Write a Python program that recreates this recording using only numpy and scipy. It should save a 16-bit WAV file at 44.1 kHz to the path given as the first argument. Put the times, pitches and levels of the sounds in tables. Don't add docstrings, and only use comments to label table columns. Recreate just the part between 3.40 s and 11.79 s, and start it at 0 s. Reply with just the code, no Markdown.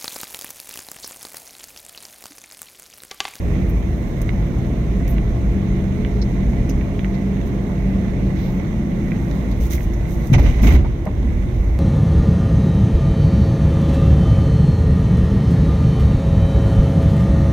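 import sys
import numpy as np
from scipy import signal
from scipy.io import wavfile
from scipy.ndimage import uniform_filter1d, minimum_filter1d

SR = 44100
rng = np.random.default_rng(int(sys.argv[2]) if len(sys.argv) > 2 else 0)


def master(y):
    cut = np.clip(np.atleast_2d(y).T, -1, 1)
    pcm = np.round(cut * 32767)
    wavfile.write(sys.argv[1], SR, pcm.astype(np.int16))


def rack_gain(trim_db):
    fader = np.asarray(trim_db, float)
    return 10 ** (fader / 20)


N = 369999


def mid_rms_one(x):
    return x / np.sqrt(np.mean(np.mean(x, axis=0) ** 2) + 1e-20)


def in_time(rows):
    s, *columns = np.transpose(rows)
    return [np.interp(np.arange(N) / SR, s, column) for column in columns]


def at_hz(points, hz):
    table_hz, value = np.transpose(points)
    return np.interp(np.log(hz), np.log(table_hz), value)


def drift(rate_hz, n=N):
    r = np.exp(-80 * np.pi * rate_hz / SR)
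    slow = signal.lfilter([1], [1, -2 * r, r * r], rng.standard_normal(n // 40 + 2002))[2000:]
    return np.interp(np.arange(n) / 40, np.arange(len(slow)), slow / slow.std())


# f/Hz, likeness (0 to 1)
LIKENESS_BY_PITCH = [(40, 1), (130, .89), (340, 0.91), (500, 0.44), (700, 0.55), (1100, 0.019),
                     (16000, .02)]


def spread(pair, hz):
    alike = at_hz(LIKENESS_BY_PITCH, hz)
    mid, side = np.sqrt(1 + alike) * pair[0], np.sqrt(1 - alike) * pair[1]
    return np.array([mid + side, mid - side])


# left delay/ms, right delay/ms, level/dB
CABIN_ECHOES = [(1.37, 1.693, -27.5), (2.93, 2.325, -18), (4.79, 5.53, -33), (7.91, 6.2, -18),
                (12.7, 11.3, -15)]
# f/Hz, width/Hz, level/dB
RIGHT_PORT_PEAKS = [(2071, 550, 15.5), (1260, 1800, 3.5), (3860, 800, 6.5), (4670, 720, -5),
                    (6290, 1730, 16), (7940, 2340, -15.5), (12400, 1400, 5.5), (14280, 1330, 13)]


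def ports(x):
    heard, sections = x.copy(), []
    for k, (left_ms, right_ms, db) in enumerate(CABIN_ECHOES):
        for side, delay_ms in enumerate([left_ms, right_ms]):
            lag = round(delay_ms * SR / 1000)
            heard[side, lag:] += (-1) ** k * rack_gain(db) * x[side, :-lag]
    for hz, width_hz, db in RIGHT_PORT_PEAKS:
        a, k = rack_gain(db / 2), np.tan(np.pi * width_hz / SR)
        turn = -2 * np.cos(2 * np.pi * hz / SR)
        section = np.array([1 + k * a, turn, 1 - k * a, 1 + k / a, turn, 1 - k / a])
        sections.append(section / (1 + k / a))
    return np.array([heard[0], signal.sosfilt(sections, heard[1])])


def grainy(per_s, size_db, share, n=N):
    snaps = (rng.random(n) < per_s / SR) * rack_gain(size_db * np.minimum(rng.exponential(1, n), 2.5))
    bursts = signal.lfilter([1], [1, -.985], snaps)
    return rng.standard_normal((2, 2, n)) * (1 + share * bursts)


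def banded(spectrum, source, patchy_db):
    out = 0
    edges = 2 ** np.arange(np.log2(spectrum[0][0]), np.log2(spectrum[-1][0]) + .2, 1 / 3)
    for k, (lo, hi) in enumerate(zip(edges, edges[1:])):
        sos = signal.butter(2, [lo, hi], "band", fs=SR, output="sos")
        pair = signal.sosfilt(sos, source[k % 2])
        hz = np.sqrt(lo * hi)
        level_db = at_hz(spectrum, hz) + patchy_db * drift(9.1, n=source.shape[-1])
        out = out + rack_gain(level_db) * spread(pair, hz)
    return mid_rms_one(ports(out))


def modal_noise(modes, evenness):
    out = 0
    for hz, width_hz, db in modes:
        r = np.exp(-np.pi * width_hz * 1.5 / SR)
        section = [1 - r, 0, r - 1, 1, -2 * r * np.cos(2 * np.pi * hz / SR), r * r]
        pair = signal.sosfilt([section, section], rng.standard_normal((2, N + 8000)))[:, 8000:]
        out = out + rack_gain(db + 2.5 * np.tanh(drift(3.37))) * spread(pair / pair.std(), hz)
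    swell = uniform_filter1d(uniform_filter1d(out.mean(axis=0) ** 2, size=1500), size=1500)
    return mid_rms_one(out / (swell + 0.027 * swell.mean()) ** (evenness / 2))


# frequency multiple, level/dB
UPPER_PARTIALS = [(2.16, -16.5), (2.5, -25), (3.53, -23)]


def hum(rows, upper_db):
    coast_s, coast_db_per_s = 4.656, 21
    hz, db = in_time(rows)
    s = np.arange(N) / SR
    on = np.clip(np.minimum(s - rows[0][0] + 0.084, rows[-1][0] - s) / 0.098, 0, 1)
    phase = 2 * np.pi * np.cumsum(hz + 1.3 * drift(2.93)) / SR
    upper = sum(rack_gain(level_db + 3.3 * drift(10.6)) * np.sin(k * phase) for k, level_db in UPPER_PARTIALS)
    load_db = upper_db - coast_db_per_s * np.maximum(s - coast_s, 0)
    return np.sqrt(2) * on * (rack_gain(db + 2.0 * drift(3.15)) * np.sin(phase) + rack_gain(load_db) * upper)


def bursts(events):
    out, t = np.zeros((2, N + SR)), np.arange(SR // 3) / SR
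    noise = rng.standard_normal((len(events), 2, len(t)))
    grains = rng.standard_normal((len(events), 1, len(t) // 60))
    noise *= rack_gain(2.7 * np.repeat(grains, 60, axis=2))
    noise[:, 0, 8] += 45 * np.exp(-np.array(events)[:, 4] / 0.0018)
    for (s, db, hz, t60, held, octaves), pair in zip(events, noise):
        band = np.clip(hz * 2 ** (np.array([-.5, .5]) * octaves), 50, .45 * SR)
        sos = signal.butter(3, band, "band", fs=SR, output="sos")
        rise = np.minimum(t / (held / 6 + 1e-4), 1)
        decay = rack_gain(-60 * np.maximum(t - held, 0) / t60)
        burst = ports(signal.sosfilt(sos, spread(pair, hz) * rise * decay))
        at = round(s * SR)
        out[:, at:at + len(t)] += rack_gain(db) * burst / np.abs(burst.mean(axis=0)).max()
    return out[:, :N]


# t/s, long-wave level/dB, surface-texture level/dB
ROAD_PROFILE = [(0, -19, -25), (.15, -18.5, -20.5), (.45, -19, -26.5), (.7, -21.5, -23.5), (1.3, -21, -22),
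                (1.75, -18, -22), (2.5, -21.5, -22), (3.25, -18, -21), (3.55, -21.5, -22.5),
                (4.3, -24, -22.5), (4.5, -21, -20.5), (5.4, -24, -23.5), (6.0, -21.5, -21),
                (6.4, -18, -25.5), (6.85, -21.5, -22.5), (7.6, -23.5, -26.5), (7.85, -14, -21),
                (8.39, -18, -24)]


def road():
    waves_db, texture_db = in_time(ROAD_PROFILE)
    return waves_db, texture_db, texture_db - texture_db.mean()


BUMP_START_S, BUMP_END_S = 6.8, 7.6
# t/s, level/dB, held/s, t60/s
AXLE_JOLTS = [
    (6.922, -18, 0.022, 0.13),
    (6.97, -23.5, 0.031, 0.26),
    (7.02, -31.5, .03, 1),
    (7.17, -36, .03, .3),
    (7.222, -25, .04, 0.36),
    (7.254, -23, 0.046, 0.26),
    (7.33, -29, 0.02, 0.2),
    (7.436, -40, 0.017, 0.12),
]


def jolted(gain_db, attack_s, added_t60_s, lead_s=0):
    s, db, held, t60 = np.transpose(AXLE_JOLTS)[:, :, None]
    first = round(BUMP_START_S * SR)
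    t = np.arange(first, N) / SR - s + lead_s
    decay_db = 60 * np.maximum(t - held, 0) / (t60 + added_t60_s)
    shape = np.clip(t / attack_s, 0, 1) ** 2 * rack_gain(gain_db + db - decay_db)
    return np.pad(np.sqrt(np.sum(shape ** 2, axis=0)), (first, 0))


# t/s, level/dB
DRAUGHT_LEVEL = [(0, -63.5), (1.9, -66.5), (5.4, -66.5), (6, -63), (6.5, -66), (7.1, -56.5), (7.45, -68.5),
                 (8, -64.5), (8.39, -63.5)]
# f/Hz, level/dB per Hz
SEAL_SPECTRUM = [(4000, -10), (6000, -0.5), (8500, -2), (10000, 3.5), (12000, -8.5), (14000, -2),
                 (16000, -36)]


def seal_draught():
    level_db, = in_time(DRAUGHT_LEVEL)
    return rack_gain(level_db + 5.0) * banded(SEAL_SPECTRUM, grainy(150, 3.0, .3), patchy_db=0.0)


# f/Hz, level/dB per Hz
HISS_SPECTRUM = [(450, 1), (650, -0.5), (900, -5.5), (1300, -13), (2000, -17.5), (3000, -19), (4500, -27.5),
                 (6500, -30.5), (8000, -29.5)]


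def air_hiss(swing_db):
    level = np.hypot(rack_gain(-40 + 0.31 * swing_db), jolted(-8, 0.027, 0.13))
    return level * banded(HISS_SPECTRUM, grainy(45, 4.7, 0.29), patchy_db=1.13)


# t/s, level/dB, f/Hz, held/s, width/octaves
SWISH_EVENTS = [
    (0, -42, 2520, .22, 0.23),
    (.25, -44, 2450, .2, 0.21),
    (4.95, -35.5, 3280, 0.11, 1.35),
    (4.97, -46, 14030, .15, .56),
]


def swishes():
    return bursts([(s, db, hz, .44, held, octaves) for s, db, hz, held, octaves in SWISH_EVENTS])


# t/s, peak level/dB, held/s, width/octaves
RUB_EVENTS = [(4.05, -45, .03, 5.0), (5.78, -49, .2, 1.1), (6.196, -32, 0.071, 5.2),
              (6.298, -22.5, 0.051, 7), (6.37, -36, .075, 2.2), (6.679, -37, .068, 3),
              (6.79, -48, .02, 1.1), (6.978, -31, 0.02, 1.05), (7.02, -44, .05, 1.5), (7.09, -53, .1, 1.9),
              (7.215, -25.5, 0.086, 2), (7.315, -31, 0.028, 1.6)]


def fabric_rubs():
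    return bursts([(s, db, 10300, .12, held, octaves) for s, db, held, octaves in RUB_EVENTS])


# t/s, peak level/dB, f/Hz, held/s
SQUEAK_EVENTS = [(.29, -38, 14000, .012), (.685, -48, 14000, .01), (1.36, -55, 14000, .02),
                 (1.685, -36, 12300, 0.028), (1.7, -40, 14600, 0.043), (2.814, -31.5, 4720, 0.012),
                 (3.29, -32, 5500, 0.017), (3.29, -34, 2820, 0.006), (3.295, -49, 13500, .02),
                 (3.74, -44, 4420, 0.012), (6.112, -41, 4200, .01), (6.835, -46, 12700, .05),
                 (6.932, -34, 9100, .015), (6.933, -19, 2470, 0.017), (7.275, -21, 2250, 0.021),
                 (6.535, -43, 5800, .01), (5.9, -45, 4200, 0.089)]


def squeaks():
    return bursts([(s, db, hz, .041, held, .47) for s, db, hz, held in SQUEAK_EVENTS])


# t/s, peak level/dB, width/octaves
TICK_EVENTS = [(0.154, -34, 1.5), (0.8916, -19, 1.7), (1.7823, -23.5, 1.4), (2.6484, -22.5, 1.6),
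               (3.4111, -30.5, 1.1), (3.5927, -22, 1.6), (3.6456, -21, 1.2), (3.9694, -31.5, 1.5),
               (4.3186, -35, 1.5), (5.718, -22.5, .7), (5.912, -29, 2.8), (6.38, -28, .8),
               (6.4058, -29.5, 0.98), (6.9346, -19, 1.5), (6.986, -25, 1.3), (7.6684, -28, .9),
               (8.0247, -37, 1.4)]
# t/s, peak level/dB
SNAP_EVENTS = [(0.2942, -46), (0.816, -28), (1.6781, -29.5), (3.0935, -45), (3.295, -33), (4.0744, -46),
               (6.1125, -41), (6.2344, -39), (6.4294, -38), (6.535, -39), (6.8703, -34), (6.9306, -25.5),
               (7.0289, -31), (7.653, -36)]
# t/s, peak level/dB
KNOCK_EVENTS = [
    (4.294, -30.5),
    (6.976, -15),
    (7.237, -22),
    (7.443, -25),
    (7.664, -20),
]


def trim_contacts():
    events = [(s, db, 1960, .019, .0011, octaves) for s, db, octaves in TICK_EVENTS]
    events += [(s, db, 8000, .026, .0021, 1.74) for s, db in SNAP_EVENTS]
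    events += [(s, db, 690, .053, .016, 1.15) for s, db in KNOCK_EVENTS]
    return bursts(events)


# t/s, f/Hz, level/dB
GEAR_CURVE = [(5.1, 218, -48), (5.4, 212, -28), (5.8, 203.5, -30.5), (6.15, 195, -26.5), (6.3, 188, -36)]


def gear_hum():
    return hum(GEAR_CURVE, upper_db=-52)


# t/s, f/Hz, level/dB
TREAD_CURVE = [(0, 189.1, -33.5), (.7, 190.5, -34.5), (1.2, 191.5, -33), (2.45, 192.9, -30),
               (2.8, 194.3, -24), (3.2, 193.3, -30.5), (3.75, 192.9, -21), (4.25, 192.8, -29.5),
               (4.55, 191.7, -22.5), (5.0, 185.7, -24.5), (5.4, 180, -30), (5.8, 176, -28), (6.1, 169, -47)]


def tread_hum():
    return hum(TREAD_CURVE, upper_db=-27)


# f/Hz, width/Hz, level/dB
PANEL_MODES = [(333.5, 32.2, 1), (412, 30.5, -5.5), (480, 39, -9.5), (573, 66, -10.5)]


def panel_buzz(swing_db):
    level = np.hypot(rack_gain(-33 + 0.3 * swing_db), jolted(2, 0.037, 0.19))
    return level * modal_noise(PANEL_MODES, evenness=0.3)


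# f/Hz, width/Hz, level/dB
TYRE_MODES = [(118.7, 22.2, -2), (152.2, 18.5, -5.5), (188.6, 32, -4.5), (232, 23.5, -8), (272.3, 32, -10)]


def tyre_drone(texture_db):
    level = np.hypot(rack_gain(texture_db - 1.0), jolted(11, 0.026, .45, lead_s=.025))
    return level * modal_noise(TYRE_MODES, evenness=0.36)


# f/Hz, width/Hz, level/dB
CABIN_MODES = [(26.1, 8.1, -15), (41.6, 19, 0), (54, 11.7, 3.5), (71.8, 9.5, -4.5), (87.6, 32, -3)]


def cabin_boom(waves_db):
    level = np.hypot(rack_gain(waves_db), jolted(15.5, 0.035, 0.66))
    return level * modal_noise(CABIN_MODES, evenness=0.28)


# f/Hz, level/dB per Hz
RATTLE_SPECTRUM = [(500, 3), (800, 2.5), (1500, -11.5), (2000, -10.5), (2500, -5.5), (3200, -12),
                   (5500, -19), (8000, -25)]


def shaken_trim():
    out, a, b = np.zeros((2, N)), round(BUMP_START_S * SR), round(BUMP_END_S * SR)
    out[:, a:b] = banded(RATTLE_SPECTRUM, grainy(400, 4.0, 0.4, n=b - a), patchy_db=1.2)
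    return jolted(-1.2, .015, .001) * out


# t/s, peak level/dB, body mode f/Hz, t60/s
SUSPENSION_BLOWS = [(6.198, -9, 54, 0.46), (6.9, -5, 138.7, 0.21), (6.919, -2.5, 132.6, 0.37),
                    (6.938, 1, 54.4, 0.087), (6.964, -4.5, 125, 0.25), (6.98, -5.5, 165, .15),
                    (7, 4, 62, 0.16), (7.059, -11, 71.5, 0.29), (7.213, -2, 52.5, 0.19),
                    (7.249, -2, 50.6, 0.27), (7.262, -9.5, 190, .12), (7.288, 1.5, 67.8, 0.26),
                    (7.34, 0.5, 66.4, 0.28), (7.378, -13, 49.6, 0.24), (7.663, -18, 622, 0.065),
                    (7.665, -38.5, 905, 0.067), (7.672, -11.5, 198, 0.11), (8.199, -5.5, 55.8, 0.37),
                    (8.301, -9, 64, 0.6)]


def suspension_blows():
    out, t = np.zeros(N + SR), np.arange(SR // 2) / SR
    for s, db, hz, t60 in SUSPENSION_BLOWS:
        at = round(s * SR)
        rise = 1 - np.exp(-t * hz / 0.11)
        out[at:at + len(t)] += rack_gain(db - 60 * t / t60) * rise * np.sin(2 * np.pi * hz * t)
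    return out[:N]


def scene():
    waves_db, texture_db, swing_db = road()
    air = seal_draught() + air_hiss(swing_db) + swishes()
    small = fabric_rubs() + squeaks() + trim_contacts()
    tones = gear_hum() + tread_hum() + suspension_blows()
    low = panel_buzz(swing_db) + tyre_drone(texture_db) + cabin_boom(waves_db) + tones
    return air + small + shaken_trim() + low * rack_gain([[-.25], [.25]])


def roll_off(x):
    return signal.sosfilt(signal.butter(12, 16460, fs=SR, output="sos"), x)


def record(dry):
    duck_from_db, duck_share = -11.5, 0.22
    ceiling, release_db_per_s, cutoff_hz = .88, 120, 15850
    power = uniform_filter1d(np.mean(dry ** 2, axis=0), size=8820)
    loud_db = 10 * np.log10(power + 1e-9) - duck_from_db
    dry = dry * rack_gain(-np.maximum.accumulate(duck_share * np.maximum(loud_db, 0)))
    over_db = np.maximum(20 * np.log10(np.abs(dry).max(axis=0) / ceiling + 1e-9), 0)
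    fall = release_db_per_s * np.arange(N) / SR
    held_db = np.maximum.accumulate(over_db + fall) - fall
    gain_db = uniform_filter1d(minimum_filter1d(-held_db, size=89), size=89)
    fade_out = np.minimum(np.arange(N)[::-1] / 150, 1)
    low_pass = signal.ellip(14, .3, 70, cutoff_hz, fs=SR, output="sos")
    mix = signal.sosfilt(low_pass, dry * rack_gain(gain_db) * fade_out)
    return roll_off(mix)


dry = scene()
out = record(dry)
master(out)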